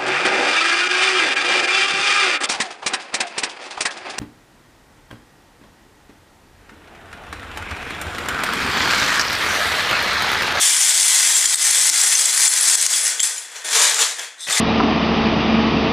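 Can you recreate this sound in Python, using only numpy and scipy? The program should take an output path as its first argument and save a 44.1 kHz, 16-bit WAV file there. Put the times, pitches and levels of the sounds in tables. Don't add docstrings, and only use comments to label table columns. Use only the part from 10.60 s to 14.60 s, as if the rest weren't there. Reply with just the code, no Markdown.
import sys
import numpy as np
from scipy import signal
from scipy.fft import rfft, irfft, next_fast_len
from scipy.io import wavfile
from scipy.ndimage import uniform_filter1d, map_coordinates

SR = 44100
rng = np.random.default_rng(int(sys.argv[2]) if len(sys.argv) > 2 else 0)


def log_audio(samples):
    frames = np.atleast_2d(samples).T
    limited = np.clip(frames, -1, 1)
    pcm = np.round(limited * 32767).astype(np.int16)
    wavfile.write(sys.argv[1], SR, pcm)


N = 176400


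def amp(db):
    return 10 ** (np.asarray(db) / 20)


def unit(x):
    return x / np.sqrt(np.mean(x ** 2) + 1e-20)


def along(points, hz):
    freqs, values = np.transpose(points)
    return np.interp(np.log(hz + 1), np.log(freqs + 1), values)


def curves(rows):
    times_s, *columns = np.transpose(rows)
    return [np.interp(np.arange(N) / SR, times_s, column) for column in columns]


def filtered(x, response):
    size = next_fast_len(N + SR // 2)
    return irfft(rfft(x, size) * response(np.fft.rfftfreq(size, 1 / SR)), size)[..., :N]


def low_cut(x, corner_hz=265):
    return filtered(x, lambda hz: 1 / np.sqrt(1 + (corner_hz / (hz + 1)) ** 12))


def coloured(x, spectrum, size=4096):
    gain = amp(along(spectrum, np.fft.rfftfreq(size, 1 / SR)))
    cepstrum = irfft(np.log(gain))[:size // 2]
    cepstrum[1:] *= 2
    impulse = irfft(np.exp(rfft(cepstrum, size)))
    return signal.oaconvolve(x, impulse)[:N]


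def resonate(x, modes):
    return filtered(x, lambda hz: sum(
        (-1) ** k * amp(db) * 1j * hz * width_hz / (mode_hz ** 2 - hz ** 2 + 1j * hz * width_hz)
        for k, (mode_hz, width_hz, db) in enumerate(modes)))


def wobble(rate_hz):
    return map_coordinates(rng.standard_normal(2048), [np.arange(N) * rate_hz / SR], mode="wrap")


def add(track, start_s, sound):
    part = track[max(round(start_s * SR), 0):][:len(sound)]
    part += sound[:len(part)]


# freq_hz, gain_db
FLOOR_SPECTRUM = [(30, -22), (90, -36), (300, -3), (2000, 12), (15000, -34)]

def noise_floor():
    return amp(-48.5) * unit(coloured(rng.standard_normal(N), FLOOR_SPECTRUM))


# freq_hz, t60_s
ROOM_DECAY = [(200, 0.1), (2000, 0.4), (8000, 0.36), (15000, 0.16)]

def room(x, spots=6, dwell_s=0.012, delay_s=0.003):
    spot = rng.integers(spots, size=N)[np.arange(N) // round(dwell_s * SR)]
    hz, t, noise = signal.stft(rng.standard_normal((spots, SR // 2)), SR, nperseg=256)
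    decay = amp(-60 * t / along(ROOM_DECAY, hz)[:, None])
    _, tails = signal.istft(noise * decay, SR, nperseg=256)
    reverb = np.zeros(N)
    for k, tail in enumerate(tails):
        share = uniform_filter1d((spot == k).astype(float), size=64)
        add(reverb, delay_s, signal.fftconvolve(x * share, tail / np.linalg.norm(tail)))
    return reverb


# start_s, level_db
THUMPS = [(0.856, -45), (1.413, -54), (2.266, -39), (3.128, -46), (3.214, -50), (3.871, -36),
          (3.885, -23.5)]
# freq_hz, gain_db
THUMP_SPECTRUM = [(30, -13), (80, -9), (160, 6), (300, 4.5), (800, -4), (1400, -16), (2300, 10), (4000, 2),
                  (12000, -26)]

def thumps(t60_s=0.026):
    track, t = np.zeros(N), np.arange(SR // 8) / SR
    for start_s, db in THUMPS:
        add(track, start_s, amp(db + 9.5 - 60 * t / t60_s) * rng.standard_normal(len(t)))
    return coloured(track, THUMP_SPECTRUM)


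def clicks(rate_hz, scatter_db, t60_s):
    onsets = rng.random(N) < rate_hz / SR
    sizes = onsets * amp(scatter_db * np.minimum(rng.standard_normal(N), 2))
    fade = amp(-60 * np.arange(SR // 20) / SR / t60_s)
    power = np.abs(signal.fftconvolve(sizes ** 2, fade ** 2)[:N])
    return unit(np.sqrt(power) * rng.standard_normal(N))


# time_s, level_db
SCRAPE_LEVEL = [(3.77, -66), (3.805, -29.5), (3.855, -32.5), (3.875, -47), (3.9, -70)]
# freq_hz, width_hz, gain_db
PLASTIC_MODES = [(1930, 55, -8), (3520, 170, 0.5), (4000, 220, 0.5), (5400, 600, -9), (6260, 180, -4),
                 (7450, 420, -5.5), (8400, 230, -3), (9650, 470, -10.5)]

def scrape():
    level_db, = curves(SCRAPE_LEVEL)
    contacts = clicks(rate_hz=1000, scatter_db=2, t60_s=0.012)
    return amp(level_db - 1) * unit(resonate(contacts, PLASTIC_MODES))


# pitch_hz, spread_hz, level_db
BRICK_FAMILIES = [(6285, 375, -8), (8000, 264, -13), (7930, 230, -2), (9050, 440, -1), (10140, 250, -3)]

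def pings(mean_t60_s, scatter_db, count=900):
    when, pick, life = rng.random((count, 3)).T
    detune, size = np.clip(rng.standard_normal((count, 2)), -2, 2).T
    family = (pick * len(BRICK_FAMILIES)).astype(int)
    pitch_hz, spread_hz, db = np.array(BRICK_FAMILIES)[family].T
    n = np.arange(SR // 20)
    tones = np.sin(2 * np.pi * np.outer(pitch_hz + spread_hz * detune, n / SR))
    decay_db = 60 * np.outer(1 / (mean_t60_s * (0.5 + life)), n / SR)
    rings = tones * amp((db + scatter_db * size)[:, None] - decay_db)
    positions = (when * N).astype(int)[:, None] + n
    return unit(np.bincount(positions.ravel(), rings.ravel(), N)[:N])


# time_s, level_db, wall_drive_db
TUB_SHAKE = [(2.6, -42, 19), (2.948, -45.5, 8.5), (2.958, -34.5, 10.5), (3.036, -47.5, 15),
             (3.048, -26.5, 9.5), (3.088, -25.5, 6), (3.13, -19, -26), (3.22, -15, -9), (3.29, -19, 7),
             (3.335, -20.5, 2), (3.405, -21.5, -24), (3.418, -17, -5), (3.47, -31, 6), (3.55, -38.5, 5),
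             (3.6, -31.5, 18), (3.655, -39, 8), (3.72, -61, 19), (3.86, -49, 1), (3.875, -32.5, 10.5),
             (3.905, -22, 6), (4, -22.5, -6)]
# freq_hz, gain_db
TUB_SPECTRUM = [(150, -49), (250, -32), (312, -13), (358, -21), (471, 0), (531, -34), (589, -1),
                (631, -12.5), (873, -3.5), (1230, -2.5), (2240, -2.5), (2800, -3.5), (3380, 0.5),
                (5190, -2), (7060, 2.5), (10500, -8), (15000, -26)]
# freq_hz, width_hz, gain_db
TUB_MODES = [(517, 72, -1.5), (596.4, 54, 1), (850, 510, -2.5), (1507, 23, 11.5), (1850, 330, 5),
             (2200, 28, -21), (2500, 120, -0.5), (3423, 73, 14)]

def rattle():
    shake_db, wall_drive_db = curves(TUB_SHAKE)
    contacts = clicks(rate_hz=1200, scatter_db=3.5, t60_s=0.015)
    clicking = amp(-1) * unit(coloured(contacts, TUB_SPECTRUM))
    ringing = amp(-12) * pings(mean_t60_s=0.04, scatter_db=2.5)
    walls = amp(wall_drive_db - 14) * unit(resonate(contacts, TUB_MODES))
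    return amp(shake_db + 1.35 * wobble(rate_hz=30)) * (clicking + ringing + walls)


# start_s, level_db, pitch_hz, t60_s
SETTLING_BRICKS = [(.06, -32, 3500, 0.29), (.75, -20, 7530, 0.62), (1.47, -20, 8400, 0.22),
                   (1.55, -17.5, 5980, .12), (1.885, -15, 10460, .3), (2.01, -21, 10400, 0.24),
                   (2.21, -22, 8250, .2), (2.335, -18.5, 3350, 0.11), (2.385, -29, 7900, .2),
                   (2.43, -20.5, 10300, 0.22), (2.49, -38, 6500, 0.16), (2.595, -14.5, 3350, 0.13),
                   (2.603, -13.5, 7640, 0.28), (2.775, -31.5, 10200, 0.19), (2.96, -33, 5850, 0.17),
                   (3.414, -14, 3340, 0.11), (3.868, -26.5, 1910, 0.18), (3.925, -20.5, 3550, 0.26),
                   (3.963, -20, 1960, .2)]

def chatters(width_hz=130, attack_s=0.0012):
    track, t = np.zeros(N), np.arange(SR // 2) / SR
    for start_s, db, pitch_hz, t60_s in SETTLING_BRICKS:
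        pole = np.exp((2j * pitch_hz - width_hz) * np.pi / SR)
        ring = unit(signal.lfilter([1], [1, -pole], rng.standard_normal(len(t))).real)
        add(track, start_s, amp(db - 60 * t / t60_s) * (1 - np.exp(-t / attack_s)) * ring)
    return track


# start_s, level_db, pitch_hz, t60_s
HARD_HITS = [(0.069, -26, 7350, 0.025), (.292, -13, 8400, 0.057), (0.43, -17.5, 8550, 0.027),
             (.748, -15, 7450, 0.062), (.857, 0, 7230, 0.029), (0.944, 5.5, 8360, 0.021),
             (.956, 1.5, 9540, 0.015), (1.11, -2.5, 10200, 0.0096), (1.298, 7, 7770, 0.0091),
             (1.414, -7, 7660, 0.023), (1.553, -7, 6200, 0.019), (1.655, -8.5, 7700, 0.046),
             (1.878, -1, 7660, 0.035), (1.937, -11, 8200, 0.016), (1.974, -12, 6390, 0.013),
             (2.009, -11, 10180, 0.03), (2.031, -13, 10200, 0.019), (2.153, -1, 7700, 0.025),
             (2.178, -20.5, 9300, 0.023), (2.212, -14, 7740, 0.025), (2.225, -10, 8150, 0.019),
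             (2.264, 2, 6430, 0.013), (2.33, -13.5, 7920, .04), (2.459, -14.5, 6430, 0.033),
             (2.595, -24, 7600, 0.022), (2.602, -1.5, 7340, 0.019), (2.631, -5.5, 7990, .025),
             (2.779, -24, 6960, 0.051), (3.296, -12, 8400, 0.011), (3.344, -10, 7500, 0.012),
             (3.418, -14.5, 6900, 0.024), (3.594, -18.5, 6200, 0.013), (3.926, -14.5, 8300, 0.022),
             (3.972, -19, 4530, 0.029)]
# pitch_ratio, gain_db
BRICK_MODES = [(0.441, -10.5), (0.828, -8), (0.942, -8), (1.002, 2.5), (1.3, -15.5)]
# freq_hz, gain_db
IMPACT_SPECTRUM = [(150, -77), (250, -65), (272, -33), (323, -16.5), (358, -33), (479, -37.5), (631, -39),
                   (748, -14.5), (1190, -14), (2020, -4.5), (2850, -14.5), (3440, -9), (4010, -5),
                   (6260, -1.5), (6820, -1), (7560, 1), (10100, -5.5), (12000, -16), (15000, -21)]

def hits(attack_s=0.0011, crack_t60_s=0.02):
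    rings, cracks, t = np.zeros(N), np.zeros(N), np.arange(SR // 8) / SR
    for start_s, db, pitch_hz, t60_s in HARD_HITS:
        modes = sum(amp(gain_db) * np.sin(2 * np.pi * (pitch_hz * ratio * t + rng.random()))
                    for ratio, gain_db in BRICK_MODES)
        add(rings, start_s, amp(db - 60 * t / t60_s) * (1 - np.exp(-t / attack_s)) * modes)
        add(cracks, start_s, amp(db - 0.5 - 60 * t / crack_t60_s) * rng.standard_normal(len(t)))
    return amp(3.5) * (rings + coloured(cracks, IMPACT_SPECTRUM))


# time_s, level_db
BIN_FLOW = [(0, -16.5), (.3, -17), (.5, -16.5), (.58, -16), (.7, -17.5), (.85, -17), (.99, -18.5),
            (1.05, -18.5), (1.28, -14.5), (1.36, -18), (1.44, -17), (1.72, -18), (1.79, -15), (1.87, -16.5),
            (1.95, -21), (2.06, -17.5), (2.13, -16), (2.19, -19.5), (2.39, -20), (2.44, -24.5),
            (2.465, -16), (2.49, -22), (2.58, -36), (2.622, -34), (2.637, -15), (2.7, -30), (2.85, -38),
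            (2.95, -79)]
# freq_hz, width_hz, gain_db
BIN_MODES = [(348, 60, -24), (462, 10, -6), (565, 12, -11), (816, 10, -1), (1218, 22, -5), (1967, 150, 8),
             (3500, 540, 15.5)]

def pour(fill_db_per_s=5):
    flow_db, = curves(BIN_FLOW)
    contacts = clicks(rate_hz=870, scatter_db=4, t60_s=0.013)
    clicking = amp(-2.5) * unit(coloured(contacts, IMPACT_SPECTRUM))
    ringing = amp(-9) * pings(mean_t60_s=0.088, scatter_db=0.5)
    walls = amp(-13 - fill_db_per_s * np.arange(N) / SR) * unit(resonate(contacts, BIN_MODES))
    return amp(flow_db + 0.41 * wobble(rate_hz=35)) * (clicking + ringing + walls)


# freq_hz, gain_db
SIDE_SPECTRUM = [(120, -19), (300, -7), (1000, -18), (2600, -24.5), (5000, -12), (10000, -54)]
# freq_hz, left_minus_right_db
BALANCE = [(60, 4.5), (92, -10), (140, 20), (210, -5.5), (330, 3.5), (500, 2.5), (770, 3.0), (1170, 3.0),
           (1790, 2.5), (2740, 0.5), (4190, 1.5), (6410, 3.0), (9810, 2.5), (15000, -1)]

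def scene(side_delay_s=0.0039):
    clatter = pour() + rattle() + scrape()
    single_bricks = hits() + chatters()
    thumping = thumps()
    reverb = low_cut(room(amp(-1) * clatter + amp(-14.5) * (single_bricks + thumping)))
    mid = low_cut(clatter + single_bricks) + reverb + thumping + noise_floor()
    delayed = np.pad(reverb, (round(side_delay_s * SR), 0))[:N]
    side = coloured(delayed, SIDE_SPECTRUM)
    stereo = np.array([mid + side, mid - side])
    return filtered(stereo, lambda hz: amp(np.outer([0.5, -0.5], along(BALANCE, hz))))


def record(dry):
    limit_db, release_db_per_s, detect_s = -10.5, 205, 0.0019
    notch_hz, notch_half_width_hz, top_hz = 7878, 28, 15400
    power = np.abs(uniform_filter1d(dry.mean(0) ** 2, round(detect_s * SR)))
    over_db = np.maximum(10 * np.log10(power + 1e-12) - limit_db, 0)
    release_db = release_db_per_s * np.arange(N) / SR
    cut_db = np.maximum.accumulate(over_db + release_db) - release_db
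    limited = dry * amp(-uniform_filter1d(cut_db, size=56))
    notched = filtered(limited, lambda hz: (hz - notch_hz) / (hz - notch_hz - 1j * notch_half_width_hz))
    return filtered(np.clip(notched, -1, 1), lambda hz: hz < top_hz)


dry = scene()
out = record(dry)
log_audio(out)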